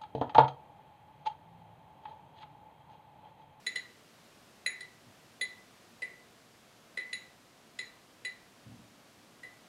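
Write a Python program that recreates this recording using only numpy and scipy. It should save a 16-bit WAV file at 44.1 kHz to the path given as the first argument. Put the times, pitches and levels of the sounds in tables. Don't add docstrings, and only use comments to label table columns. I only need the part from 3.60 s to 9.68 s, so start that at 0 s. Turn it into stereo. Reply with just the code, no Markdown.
import sys
import numpy as np
from scipy import signal
from scipy.fft import rfft, irfft, next_fast_len
from scipy.io import wavfile
from scipy.ndimage import map_coordinates

SR = 44100
rng = np.random.default_rng(int(sys.argv[2]) if len(sys.argv) > 2 else 0)


def dump_mix(stems):
    frames = np.atleast_2d(stems).T
    limited = np.clip(frames, -1, 1)
    pcm = np.round(limited * 32767).astype(np.int16)
    wavfile.write(sys.argv[1], SR, pcm)


N = 268216
TIME = np.arange(N) / SR
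RING = TIME[:SR // 2]


def amp(db):
    return 10 ** (np.asarray(db) / 20)


def unit(x):
    return x / np.sqrt(np.mean(x ** 2) + 1e-20)


def along(points, hz):
    f, v = np.transpose(points)
    return np.interp(np.log(hz + 1), np.log(f + 1), v)


def fade(t, t60):
    return np.exp(-np.log(1000) * t / t60)


def wobble(rate_hz):
    knots = rng.standard_normal(int(N * rate_hz / SR) + 4)
    coarse = TIME[::64]
    return np.interp(TIME, coarse, map_coordinates(knots, [coarse * rate_hz]))


def filtered(x, response):
    n = x.shape[-1]
    m = next_fast_len(n + SR // 4)
    return irfft(rfft(x, m) * response(np.fft.rfftfreq(m, 1 / SR)), m)[..., :n]


def noise(spectrum, size):
    return unit(filtered(rng.standard_normal(size), lambda hz: amp(along(spectrum, hz))))


def add(track, s, sound):
    part = track[:, max(round(s * SR), 0):][:, :sound.shape[-1]]
    part += sound[..., :part.shape[1]]


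# (frequency [Hz], left-right correlation [-1 to 1])
LIKENESS = [(60, 0.19), (130, 0.66), (290, 0.33), (640, -0.43), (1410, -0.25), (3100, 0.45), (6820, 0.66),
            (15000, 0.58)]


def wide_noise(spectrum):
    def mid_side_gains(hz):
        turn = np.arccos(np.clip(along(LIKENESS, hz), -1, 1)) / 2
        return np.array([np.cos(turn), np.sin(turn)])
    mid, side = filtered(noise(spectrum, size=(2, N)), mid_side_gains)
    return unit(np.array([mid + side, mid - side]))


# (frequency [Hz], relative density [dB per Hz])
AIR_SPECTRUM = [(15, -52), (25, -15.5), (73, -12.5), (116, -5), (228, -2.5), (268, -4), (299, -3.5),
                (413, -5), (447, -4.5), (727, -1.5), (788, -5), (1120, -6), (2140, -12), (4930, -17),
                (15700, -29)]


def room_air():
    return amp(-58.31 + 0.38 * wobble(3.07)) * wide_noise(AIR_SPECTRUM)


# (frequency [Hz], peak level [dB])
HUM_PARTIALS = [(113, -78.5), (226, -78.5)]


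def hum():
    out = np.zeros(N)
    for hz, db in HUM_PARTIALS:
        level = amp(db + 1.07 * wobble(4.0))
        out += level * np.sin(2 * np.pi * hz * TIME + 1.26 * wobble(8.2))
    return out


# (delay [s], left gain, right gain)
REFLECTIONS = [(0, 0.39, 0.41), (.0015, 0.35, 0.94), (.0035, 0.42, 1), (0.012, .35, 0.26),
               (0.0246, 0.15, 0.18)]
# (frequency [Hz], t60 [s])
TAIL_T60 = [(150, 0.2), (500, 0.63), (2000, 0.39), (4000, 0.33), (7000, 0.24), (11000, 0.19)]


def room(wet_db, build_s):
    hz, t, z = signal.stft(rng.standard_normal((2, len(RING))), SR, nperseg=256)
    decay = fade(t, along(TAIL_T60, hz)[:, None])
    tail = signal.istft(z * decay, SR, nperseg=256)[1][:, :len(RING)]
    tail = tail * (1 - np.exp(-RING / build_s))
    response = amp(wet_db) * tail / np.linalg.norm(tail[0])
    for delay_s, left, right in REFLECTIONS:
        response[:, round(delay_s * SR)] += left, right
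    return response


def placed(x, response):
    wet = signal.fftconvolve(x[None], response, axes=1)[:, :len(RING)]
    return wet / np.sqrt(np.mean(wet[:, RING < .03] ** 2))


def swell(rise_s):
    return 1 - np.exp(-RING / rise_s)


def ring(modes, length, scatter_db, detune):
    out = np.zeros(len(RING))
    for hz, db, t60 in modes:
        a, b, phase = rng.standard_normal(3)
        envelope = amp(db + scatter_db * a) * fade(RING, t60 * length)
        out += envelope * np.sin(2 * np.pi * hz * (1 + detune * b) * RING + phase)
    return out


def by_hardness(ends, hardness):
    return np.interp(hardness, [0, 1], ends)


# (frequency [Hz], relative level [dB], t60 before damping factor [s])
LOWEST_MODES = [(1910, -16.5, 0.087), (1946, -4.5, 0.13), (2000, -2, 0.22), (2044, -5, 0.11),
                (2158, -13, 0.093), (2310, -15, 0.086)]
SECOND_MODES = [(3620, -36, 0.048), (3910, -21, 0.041), (3929, -3.5, 0.13), (4008, -1.5, 0.13),
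                (4137, -6.5, 0.088)]
THIRD_MODES = [(6825, 0, .09), (6960, -15, .05), (7200, -13, .05)]
FOURTH_MODES = [(8990, -16, .05), (9578, -13, .08), (9700, -20, .05), (10385, 0, .1), (14570, -29, .1)]
# (soft contact [dB], hard contact [dB])
SECOND_LEVEL = (-20, -2)
THIRD_LEVEL = (-33.5, -11.5)
FOURTH_LEVEL = (-29, -15)


def glass_ring(hardness, spot_db, length, space, near):
    rise = swell(rise_s=0.00053)
    second_gain = amp(by_hardness(SECOND_LEVEL, hardness))
    third_gain = amp(by_hardness(THIRD_LEVEL, hardness))
    left_right_db = np.array([[-2.5], [2.5]])
    fourth_gain = amp(by_hardness(FOURTH_LEVEL, hardness) + spot_db + left_right_db)
    lowest = ring(LOWEST_MODES, length, scatter_db=2.0, detune=0.001)
    second = ring(SECOND_MODES, length, scatter_db=2.5, detune=0.00082)
    third = ring(THIRD_MODES, length, scatter_db=3.5, detune=0.00025)
    fourth = ring(FOURTH_MODES, length, scatter_db=4.5, detune=0.00026)
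    glass = placed(rise * lowest, space)
    glass += second_gain * placed(rise * second, space)
    glass += third_gain * placed(rise * third, space)
    glass += fourth_gain * placed(rise * fourth, near)
    return glass


# (frequency [Hz], relative density [dB per Hz])
CLICK_SPECTRUM = [(300, -30), (900, -15.5), (1500, -10.5), (2250, 12), (2550, 6), (2900, 5.5), (3200, -2),
                  (3550, 6.5), (4500, -0.5), (5800, -15), (7500, -8.5), (9500, -7), (11000, -28),
                  (15000, -31)]
# (soft contact [dB], hard contact [dB])
CLICK_LEVEL = (-16, -6.5)


def handle_click(hardness, near):
    size = len(RING)
    log_gain = np.log(amp(along(CLICK_SPECTRUM, np.fft.rfftfreq(size, 1 / SR))))
    cepstrum = irfft(log_gain, size)
    causal = np.exp(rfft(2 * cepstrum[:size // 2], size))
    burst = rng.standard_normal(size) * fade(RING, t60=0.0083)
    click = irfft(causal * rfft(burst), size)
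    return amp(by_hardness(CLICK_LEVEL, hardness)) * placed(click, near)


# (frequency [Hz], relative level [dB], t60 before damping factor [s])
TABLE_MODES = [(380, -0.5, 0.11), (463, 5, 0.042), (513, -3, 0.07), (830, -4, 0.021)]
# (soft contact [dB], hard contact [dB])
KNOCK_LEVEL = (-18, -24)


def table_knock(hardness, length, near):
    knock = swell(rise_s=0.0033) * ring(TABLE_MODES, length, scatter_db=2, detune=0.0079)
    return amp(by_hardness(KNOCK_LEVEL, hardness)) * placed(knock, near)


# (time [s], strength [dB], contact hardness [0-1], struck spot's boost of highest modes [dB])
HANDLE_TAPS = [(0.0648, -36, 0.98, -4), (0.1572, -36.5, 0.73, -5), (1.0612, -34.5, 0.94, 4.5),
               (1.2063, -46, 0.6, 4), (1.8109, -34, 0.72, 6), (2.42, -37.5, 0.05, 2),
               (3.3732, -36, 0.19, -3.5), (3.5294, -40, 0.94, 3), (4.1888, -39.5, 0.84, -3),
               (4.649, -39, 0.75, 0), (5.8319, -47.5, .05, 4)]
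DAMPING = (0.84, 0.49)


def clinks():
    out = np.zeros((2, N))
    for s, strength_db, hardness, spot_db in HANDLE_TAPS:
        length = by_hardness(DAMPING, hardness)
        space = room(wet_db=-0.5, build_s=0.0072)
        near = room(wet_db=-3, build_s=0.0033)
        clink = glass_ring(hardness, spot_db, length, space, near)
        clink += handle_click(hardness, near)
        clink += table_knock(hardness, length, near)
        add(out, s, amp(strength_db) * clink)
    return out


# (time [s], level [dB], t60 before mode share [s])
BUMP_EVENTS = [(1.463, -52, 0.25), (1.931, -64, 0.34), (5.052, -48.5, 0.82), (5.183, -50.5, 0.3),
               (5.561, -55.5, 0.29)]
# (frequency [Hz], relative level [dB], share of the bump's t60)
LOW_MODES = [(71.4, -12, 0.62), (111, -0.5, 0.8), (129, -2, 0.55), (181, -6, 0.9), (216, -7.5, 0.87),
             (238.5, -6, 1.4), (288, -8, 0.97)]


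def bumps():
    out = np.zeros((2, N))
    for s, db, t60 in BUMP_EVENTS:
        body = np.zeros(len(RING))
        for hz, level_db, share in LOW_MODES:
            waver = 0.61 * wobble(39)[:len(RING)]
            tone = np.sin(2 * np.pi * (hz * RING + rng.random()) + waver)
            body += amp(level_db) * fade(RING, t60 * share) * tone
        add(out, s, amp(db) * body * swell(rise_s=0.018))
    return out


def scene():
    return room_air() + hum() + clinks() + bumps()


def record(dry):
    top_hz = 15800
    return filtered(dry, lambda hz: amp(along([(13000, 1.5), (15700, -4.5)], hz)) * (hz < top_hz))


dry = scene()
out = record(dry)
dump_mix(out)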